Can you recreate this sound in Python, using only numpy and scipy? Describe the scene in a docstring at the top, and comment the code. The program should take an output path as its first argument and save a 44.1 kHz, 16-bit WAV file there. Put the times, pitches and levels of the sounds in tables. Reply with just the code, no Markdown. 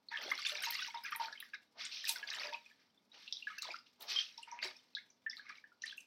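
"""Water gushes, hisses and drips as soaked gloves are lifted from a part-filled steel sink, wrung
several times and shaken out. The run-off traps ringing bubbles, pressed foam hisses and fizzes,
single drops plink and slap. The basin rings with its hollow tones and a small quiet kitchen
adds a short tail."""
import sys
import numpy as np
from scipy import signal
from scipy.fft import rfft, irfft
from scipy.io import wavfile
from scipy.ndimage import uniform_filter1d

SR = 44100
rng = np.random.default_rng(int(sys.argv[2]) if len(sys.argv) > 2 else 0)


def int16_out(signal):
    """Quantize to a 16-bit WAV file."""
    q = np.round(np.clip(np.atleast_2d(signal).T, -1, 1) * 32767)
    wavfile.write(sys.argv[1], SR, q.astype(np.int16))


N = 267246


def undb(db):
    """Decibels to gain."""
    return np.exp(np.asarray(db) * np.log(10) / 20)


def power(db):
    """Decibels to power."""
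    return undb(db) ** 2


def decibels(x):
    """Power to decibels."""
    return 10 * np.log10(x)


def unit(x):
    """Scale to rms 1."""
    return x / np.sqrt(np.mean(x ** 2))


def add(out, start_s, sound):
    """Mix a sound in at start_s."""
    i = max(int(start_s * SR), 0)
    out[i:i + len(sound)] += sound[:max(len(out) - i, 0)]


def colour(x, spectrum):
    """Filter through a spectrum of (Hz, dB) points whose ends fall away."""
    hz, db = np.transpose(spectrum)
    f = np.maximum(np.fft.rfftfreq(2 * N, 1 / SR), 1)
    gain = undb(np.interp(np.log(f), np.log(hz), db))
    ends = np.minimum(f / hz[0], 1) ** 2 * np.minimum(hz[-1] / f, 1) ** 4
    return irfft(rfft(x, 2 * N) * gain * ends)[:N]


def coloured_noise(spectrum):
    """Noise of rms 1 shaped by (Hz, dB) points."""
    return unit(colour(rng.standard_normal(N), spectrum))


def band_noise(hz, octaves, count):
    """Noise of rms 1 in a band around hz."""
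    edges_hz = np.clip(hz * 2 ** (np.array([-.5, .5]) * octaves), [50, 60], [SR * .4, SR * .45])
    band = signal.butter(5, edges_hz, "band", fs=SR, output="sos")
    return unit(signal.sosfilt(band, rng.standard_normal(count)))


def bubble(hz, ring_s, glide=0, rise=.25):
    """A trapped bubble swells, rings, glides up if asked and is cut short as it surfaces."""
    t = np.arange(int(2.5 * ring_s * SR) + 2) / SR
    age = t / ring_s
    swell = 1 - np.exp(-t / min(rise * ring_s, .0015))
    return swell * np.exp(-age ** 2.03) * np.sin(2 * np.pi * hz * t * (1 + glide * age / 2))


def room_tone(level_db=-81):
    """Faint steady noise of the still kitchen."""
    # Noise spectrum. Each row: frequency in Hz, relative level in dB.
    spectrum = [(45, -24.5), (90, -2.5), (160, -2), (240, 10), (370, -2.5), (490, 1), (700, -17),
                (1100, -14.5), (3500, -25), (5500, -14), (7200, -52.5), (16000, -25.5)]
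    return undb(level_db) * coloured_noise(spectrum)


def kitchen(x, walls_db=-9, walls_decay_s=.0043, room_db=-13, room_t60_s=.24):
    """Quick reflections between the steel walls, then the short tail of the room."""
    t = np.arange(SR // 2) / SR
    near = rng.standard_normal(len(t)) * np.exp(-t / walls_decay_s) * (t > .002)
    far = rng.standard_normal(len(t)) * undb(-60 * t / room_t60_s) * (t > .008)
    response = undb(walls_db) * near / np.linalg.norm(near) + undb(room_db) * far / np.linalg.norm(far)
    return x + signal.fftconvolve(x, response)[:N]


def basin(x):
    """Splashes set the hollow of the sink ringing."""
    # Hollow tones. Each row: frequency in Hz, width in Hz, gain over the direct sound in dB.
    modes = [(610, 6.1, -12.5), (959, 160, 8.5)]
    return x + sum(undb(db) * signal.lfilter(*signal.iirpeak(hz, hz / width_hz, fs=SR), x)
                   for hz, width_hz, db in modes)


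def drumming(stream_db, relative_db=-32):
    """The sink's thin bottom drums under the stream."""
    # Rumble spectrum. Each row: frequency in Hz, relative level in dB.
    spectrum = [(62, -25), (85, -9.5), (130, -2), (220, -6.5), (320, -2.5)]
    return undb(stream_db + relative_db) * coloured_noise(spectrum)


def drips(dribble, per_s=24, low_hz=2200, high_hz=5600, over_db=11, spread_db=6, cycles=17):
    """Stray drips fall at random, scaled by the dribble that feeds them."""
    out = np.zeros(N)
    for when, pitch, size in rng.random((int(per_s * N / SR), 3)):
        hz = low_hz * (high_hz / low_hz) ** pitch
        gain = np.sqrt(dribble[int(when * N)]) * undb(over_db + spread_db * size)
        add(out, when * N / SR, gain * bubble(hz, cycles / hz))
    return out


def slaps(decay_s=.0006, spray_s=.011, spray_db=-16, octaves=.71, ring_s=.0027, ring_db=-8):
    """A drop slaps or a film pops: a sharp wet crack, three tiny bubbles, a little spray."""
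    # Slaps and pops. Each row: start in seconds, level in dB, band centre in Hz.
    hits = [(0.228, -48.5, 15000), (0.317, -32.5, 1520), (0.449, -27.5, 3610), (0.624, -37.5, 10900),
            (0.706, -44, 11700), (0.944, -53, 3140), (1.037, -45.5, 12400), (1.108, -47.5, 11900),
            (1.161, -35.5, 11490), (1.205, -43, 3770), (1.257, -38, 3960), (1.326, -39.5, 4470),
            (1.403, -39.5, 3170), (1.402, -34.5, 12540), (1.533, -42, 2190), (1.851, -36.5, 6610),
            (2.052, -33, 4470), (2.0918, -25, 4140), (2.092, -25.5, 9030), (2.228, -39.5, 2450),
            (2.274, -38, 3820), (2.302, -30, 4770), (2.336, -34, 3150), (2.401, -49, 3020),
            (2.535, -34, 4000), (3.278, -38, 3410), (3.325, -32.5, 4210), (3.583, -38, 4810),
            (3.584, -48, 13000), (3.621, -37.5, 6470), (3.623, -46, 13300), (4.007, -47, 14200),
            (4.008, -47, 3450), (4.022, -38.5, 13800), (4.428, -50.5, 8270), (4.629, -35, 2530),
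            (4.701, -51, 2700), (4.950, -34, 4240), (5.263, -50, 2630), (5.857, -47, 7900)]
    out, t = np.zeros(N), np.arange(SR // 10) / SR
    envelope = np.exp(-t / decay_s) + undb(spray_db) * np.exp(-t / spray_s)
    for start_s, db, hz in hits:
        crack = band_noise(hz, octaves, len(t)) * envelope
        for late, pitch in rng.random((3, 2)):
            bubble_hz = hz * 2 ** (octaves * (pitch - .5))
            add(crack, late * ring_s, undb(ring_db) * bubble(bubble_hz, ring_s))
        add(out, start_s, undb(db) * crack / np.abs(crack).max())
    return out


def plinks(plop_hz=927.5, churn_db=-19, churn_s=.028, ripple_hz=110, ripple_db=3):
    """Single larger bubbles left by drops or pressed from the foam; water churns briefly around each."""
    # Clear bubbles. Each row: start in seconds, pitch in Hz, level in dB, ring length in ms.
    singles = [ (0.086, 4190, -38.5, 3.2), (0.125, 1720, -43.5, 3.5), (0.14, 1720, -30.5, 4.8),
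               (0.157, 1730, -31.5, 6.1), (0.173, 3080, -25.5, 0.96), (0.259, 390, -43.5, 6),
               (.278, 547, -46, 16), (.315, 2055, -22.5, 7.2), (0.45, 2660, -26, 2.1),
               (0.461, 3514, -29, 8.7), (0.519, 592, -50, 54), (0.651, 4000, -37, 10),
               (0.828, 5530, -37, 5.2), (0.973, 3710, -39.5, 3.5), (1.036, 5010, -45.5, 9.3),
               (1.047, 1630, -38.5, 16), (1.126, 1840, -43, 19), (1.225, 896, -42.5, 44.5),
               (1.283, 1470, -34, 2.4), (1.325, 1693, -41.5, 9.6), (1.353, 2180, -47, 8.6),
               (1.375, 3060, -43.5, 5.4), (1.426, 1804, -38, 3), (1.5343, 1647, -38.5, 14),
               (1.543, 3830, -43, 3.6), (2.042, 1810, -35, 4.1), (2.072, 2680, -29.5, 2.2),
               (2.158, 1520, -41, 8), (2.228, 1655, -37.5, 12.6), (2.315, 1770, -32, 2.9),
               (2.395, 595, -54, 30), (2.433, 2411, -33, 3.3), (2.440, 589, -49.5, 94),
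               (2.489, 1710, -40, 6), (2.543, 2500, -33.5, 7), (2.66, 2480, -50, 9.2),
               (2.71, 1740, -57.5, 10), (2.975, 3500, -62, 8.4), (3.117, 3800, -51.5, 5.9),
               (3.276, 2700, -44, 8.5), (3.325, 3600, -28, 2.3), (3.326, 5240, -28, 1.9),
               (3.369, 3720, -34, 2.8), (3.424, 2735, -37.5, 5.1), (3.470, 1667, -31, 8.3),
               (3.501, 1270, -48.5, 26), (3.579, 1630, -44.5, 8.2), (3.585, 2650, -38, 8.7),
               (3.621, 4060, -29.5, 1.8), (3.653, 1000, -41, 4.9), (3.706, 2360, -34.5, 3.9),
               (3.742, 1340, -35, 7.5), (3.787, 4920, -46.5, 5), (4.16, 3150, -30, 20),
               (4.187, 3144, -21.5, 4.7), (4.208, 3170, -31.5, 6.1), (4.430, 2810, -40.5, 7.3),
               (4.514, 5720, -41, 3.9), (4.590, 2390, -31.5, 0.97), (4.627, 4540, -29.5, 4.8),
               (4.765, 5400, -48, 5.1), (4.950, 3770, -27.5, 2.3), (4.968, 1637, -39, 10.2),
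               (4.984, 2050, -41, 4.1), (5.102, 5920, -53.5, 3.4), (5.263, 1760, -31, 10.8),
               (5.2975, 5170, -31.5, 3.2), (5.31, 3480, -47, 8.1), (5.331, 1970, -38, 3.7),
               (5.369, 4070, -34.5, 1.05), (5.395, 1630, -41, 4), (5.581, 2260, -49, 6.9),
               (5.640, 1715, -44.5, 5.5), (5.718, 1390, -57, 10), (5.819, 4070, -47, 10),
               (5.82, 5850, -37.5, 2.9), (5.837, 1840, -31.5, 8.3), (5.878, 4040, -35.5, 4.3),
               (5.908, 3340, -40, 8), (5.925, 1620, -44, 6.4), (5.979, 2670, -37, 4.9)]
    # Heavy drops at the basin's main tone. Each row: start in seconds, level in dB, ring length in ms.
    heavy_drops = [(0.115, -45.5, 31.5), (0.669, -38, 27), (0.882, -46, 18), (0.943, -40, 43.4),
                   (1.148, -48.5, 35), (1.197, -34.5, 29), (2.092, -48.5, 36), (2.525, -41, 31),
                   (4.381, -50, 28), (4.476, -48.5, 21), (4.52, -45, 65)]
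    plops = [(s, plop_hz * (1 + .01 * rng.standard_normal()), db, ms) for s, db, ms in heavy_drops]
    out, t = np.zeros(N), np.arange(SR // 4) / SR
    for start_s, hz, db, ring_ms in singles + plops:
        ring = bubble(hz, ring_ms / 1000, glide=.012)
        # Surface ripples shake the longer rings.
        ripple = unit(signal.lfilter(*signal.butter(2, ripple_hz, fs=SR), rng.standard_normal(len(t))))
        shake_db = ripple_db * np.minimum(t / .015, 1) * ripple
        add(out, start_s, undb(db + shake_db[:len(ring)]) * ring)
        churn = np.exp(-t / churn_s) * band_noise(hz, octaves=.35, count=len(t))
        add(out, start_s, undb(db + churn_db) * churn)
    return out


def surge(start_s, length_s, db, rise_db_s, change_db=0, release_db_s=373):
    """Power of one flow: it rises, holds with a steady change of level and is released."""
    age_s = np.arange(N) / SR - start_s
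    rise_db = rise_db_s * np.minimum(age_s, 0)
    hold_db = change_db * np.clip(age_s / length_s, 0, 1)
    release_db = release_db_s * np.maximum(age_s - length_s, 0)
    return power(np.maximum(db + rise_db + hold_db - release_db, -200))


def flows(rows, rise_db_s, dribble_db=-16.5, fade_db_s=54.5):
    """Power over time of a table of flows: in the foam, in the pool, and of the lingering dribble."""
    t = np.arange(N) / SR
    foam, pool, dribble = np.zeros((3, N))
    for start_s, length_s, db, change_db, pool_db in rows:
        flow = surge(start_s, length_s, db, rise_db_s, change_db)
        foam += flow
        pool += flow * power(pool_db)
        since_end_s = np.maximum(t - start_s - length_s, 0)
        dribble += (t > start_s) * power(db + change_db + dribble_db - fade_db_s * since_end_s)
    return foam, pool, dribble


def gobs(per_s=38, decay_s=.011):
    """A falling stream breaks into gobs: sudden surges that die away; mean 0, deviation 1."""
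    landings = rng.random(N) * (rng.random(N) < per_s / SR)
    surges = np.tanh(signal.lfilter([1], [1, -np.exp(-1 / (decay_s * SR))], landings))
    return (surges - surges.mean()) / surges.std()


def swarm(spectrum, flow_db, pressed, per_s, cycles, spread_db, onset_db, share):
    """One size range of bubbles: weak flow hisses, above onset_db it bubbles, less so when pressed."""
    ringing = np.zeros(N)
    hiss = coloured_noise(spectrum)
    low_hz, high_hz = spectrum[0][0], spectrum[-1][0]
    for when, pitch, size, length in rng.random((int(per_s * N / SR), 4)):
        hz = low_hz + (high_hz - low_hz) * pitch
        gain = undb(-spread_db * np.log(1 - .97 * size))
        ring_s = cycles * 2 ** (2 * length - 1) / hz
        add(ringing, when * N / SR, gain * bubble(hz, ring_s, glide=.0057, rise=.02))
    ringing = unit(colour(ringing, spectrum)) + .15 * hiss
    # Bubbles alive together share the flow.
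    ringing /= np.sqrt(uniform_filter1d(uniform_filter1d(ringing ** 2, size=1400), size=600))
    bubbly = np.clip(share * (1 - .85 * pressed) / (1 + power(onset_db - flow_db)), 0, 1)
    return undb(flow_db) * (np.sqrt(bubbly) * ringing + np.sqrt(1 - bubbly) * hiss)


def running_water(seep_db=-87.5, pressed_share=.5):
    """Gushes, squeezes and faint seepage drive four sizes of bubble, the drumming and stray drips."""
    # Run-off from the gloves. Each row: start and length in seconds, level in dB,
    # change over the length in dB, relative level of the trickle in the pool in dB.
    gushes = [(0.118, 0.12, -52, -15, 4.5), (0.218, 0.16, -48, -3.5, -6), (0.37, 0.11, -49.5, -3.5, -7),
              (0.455, 0.053, -46, -1, -7), (0.52, 0.076, -51.5, 6, -2), (0.635, 0.12, -48, 5, -3.5),
              (0.78, 0.08, -46, -1, -3.5), (0.947, 0.013, -49, -9.5, 3), (1.042, 0.026, -58.5, 9, 6.5),
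              (1.123, 0.021, -52.5, -3.5, 7.5), (1.2, 0.041, -52, 5, -2.5), (1.32, 0.13, -79.5, 13.5, 0),
              (1.546, 0.013, -56.5, -21, 11), (2.16, 0.039, -51.5, -5, -4.5), (2.275, 0.19, -52, 5.5, -2.5),
              (2.53, 0.02, -48, -11, -8), (3.285, 0.2, -67.5, 4, -25), (3.478, 0.095, -63.5, 0.5, 3.5),
              (3.62, .13, -50.5, -8, -5), (3.865, 0.029, -61.5, -15, -13.5), (4.38, 0.064, -54.5, -21, -22),
              (4.475, .13, -69.5, -4, 8.5), (4.625, 0.069, -45, -7.5, -2.5),
              (4.958, 0.012, -64, 2.5, -11.5), (5.308, 0.043, -64.5, -9, -12), (5.372, 0.064, -76, 5, 1),
              (5.457, 0.036, -66, -5.5, 9), (5.495, 0.014, -58.5, -3.5, 11.5), (5.55, 0.024, -69, 4, -5.5),
              (5.822, 0.035, -60, 0, -19), (5.86, 0.072, -50, -13, -12)]
    # Water pressed through the fabric. Rows as for the gushes.
    squeezes = [(1.797, 0.067, -50.5, 1.5, -4.5), (1.92, 0.16, -48.5, -3.5, -19),
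                (2.065, 0.027, -46, 3.5, -14.5), (2.8, .09, -74.5, -13.5, -1), (3.14, 0.13, -63, 0.5, -8),
                (4.028, 0.039, -55, -12, -6.5), (4.095, .11, -42, -3, -11.5), (4.21, 0.088, -47, -14, -24)]
    # Air pockets gulping, froth bursting. Each row: start and length in seconds, level in dB.
    gulps = [(0.196, 0.14, -60.5), (0.539, 0.1, -67.5), (1.225, 0.092, -70), (1.766, 0.026, -68.5),
             (2.117, 0.21, -70.5), (2.369, 0.11, -62.5), (3.145, 0.033, -74), (3.682, 0.0067, -56),
             (4.011, 0.15, -66.5), (4.642, 0.012, -54.5), (4.693, 0.0091, -65)]
    bursts = [(0.297, 0.063, -66), (0.47, .012, -55), (0.494, 0.0053, -62), (0.635, 0.014, -56),
              (0.705, 0.0067, -46), (2.041, .012, -58.5), (2.081, 0.016, -42), (2.33, 0.018, -57.5),
              (3.18, .38, -84), (4.005, 0.013, -62.5), (4.093, 0.019, -61.5), (4.633, 0.021, -60.5),
              (5.359, 0.01, -77), (5.974, 0.0027, -61)]
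    # Bubble spectra, large to small. Each row: frequency in Hz, relative level in dB.
    gurgle = [(220, -21.5), (350, -17.5), (560, -5), (800, -9), (1050, -14.5), (1350, -10)]
    trickle = [(1020, -18), (1280, -0.5), (1700, 4.5), (2300, 9), (3000, -13)]
    squelch = [(1700, -43), (2500, 0), (3500, 2.5), (4600, 2.5), (5600, 1.5), (6400, -10), (7300, -54)]
    fizz = [(5500, -6), (7000, -8), (8500, -9.5), (10500, -14.5), (13000, -10), (16000, -19)]

    gush, gush_pool, gush_dribble = flows(gushes, rise_db_s=1890)
    squeeze, squeeze_pool, squeeze_dribble = flows(squeezes, rise_db_s=751.5)
    gulp = sum(surge(*row, rise_db_s=806) for row in gulps)
    froth = sum(surge(*row, rise_db_s=2389.5) for row in bursts)
    dribble, seep = gush_dribble + squeeze_dribble, power(seep_db)
    flow = gush + squeeze + dribble + seep
    pool = gush_pool + squeeze_pool + dribble * power(-5) + seep * power(-5)
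    foam = froth + gush * power(-24) + squeeze * power(-30) + dribble * power(-13) + seep * power(-7)

    pressed = pressed_share * squeeze / flow
    spatter = gobs() * (1 - pressed)
    uneven_grip_db = 1.8 * pressed * coloured_noise([(25, 0), (140, -8)])
    gurgle_db = decibels(gulp + flow * power(-34) + seep * power(-1))
    trickle_db = decibels(pool) + 2 * spatter
    squelch_db = decibels(flow) + 2 * spatter + uneven_grip_db
    fizz_db = decibels(foam) + 3 * spatter

    out = swarm(gurgle, gurgle_db, pressed, per_s=170, cycles=6, spread_db=4, onset_db=-73, share=.85)
    out += swarm(trickle, trickle_db, pressed,
                 per_s=380, cycles=8, spread_db=5.5, onset_db=-68, share=.97)
    out += swarm(squelch, squelch_db, pressed,
                 per_s=850, cycles=10, spread_db=5.5, onset_db=-71, share=.93)
    out += swarm(fizz, fizz_db, pressed, per_s=520, cycles=26, spread_db=7, onset_db=-80, share=.98)
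    return out + drumming(trickle_db) + drips(dribble)


def scene():
    """Water in the basin, heard in the still kitchen; mono."""
    water = basin(running_water() + slaps()) + plinks()
    air = room_tone()
    return (kitchen(water) + air)[None]


def record(dry, top_hz=15950):
    """The highest treble is cut off steeply."""
    return signal.sosfilt(signal.ellip(10, .1, 70, top_hz, fs=SR, output="sos"), dry)


dry = scene()
out = record(dry)
int16_out(out)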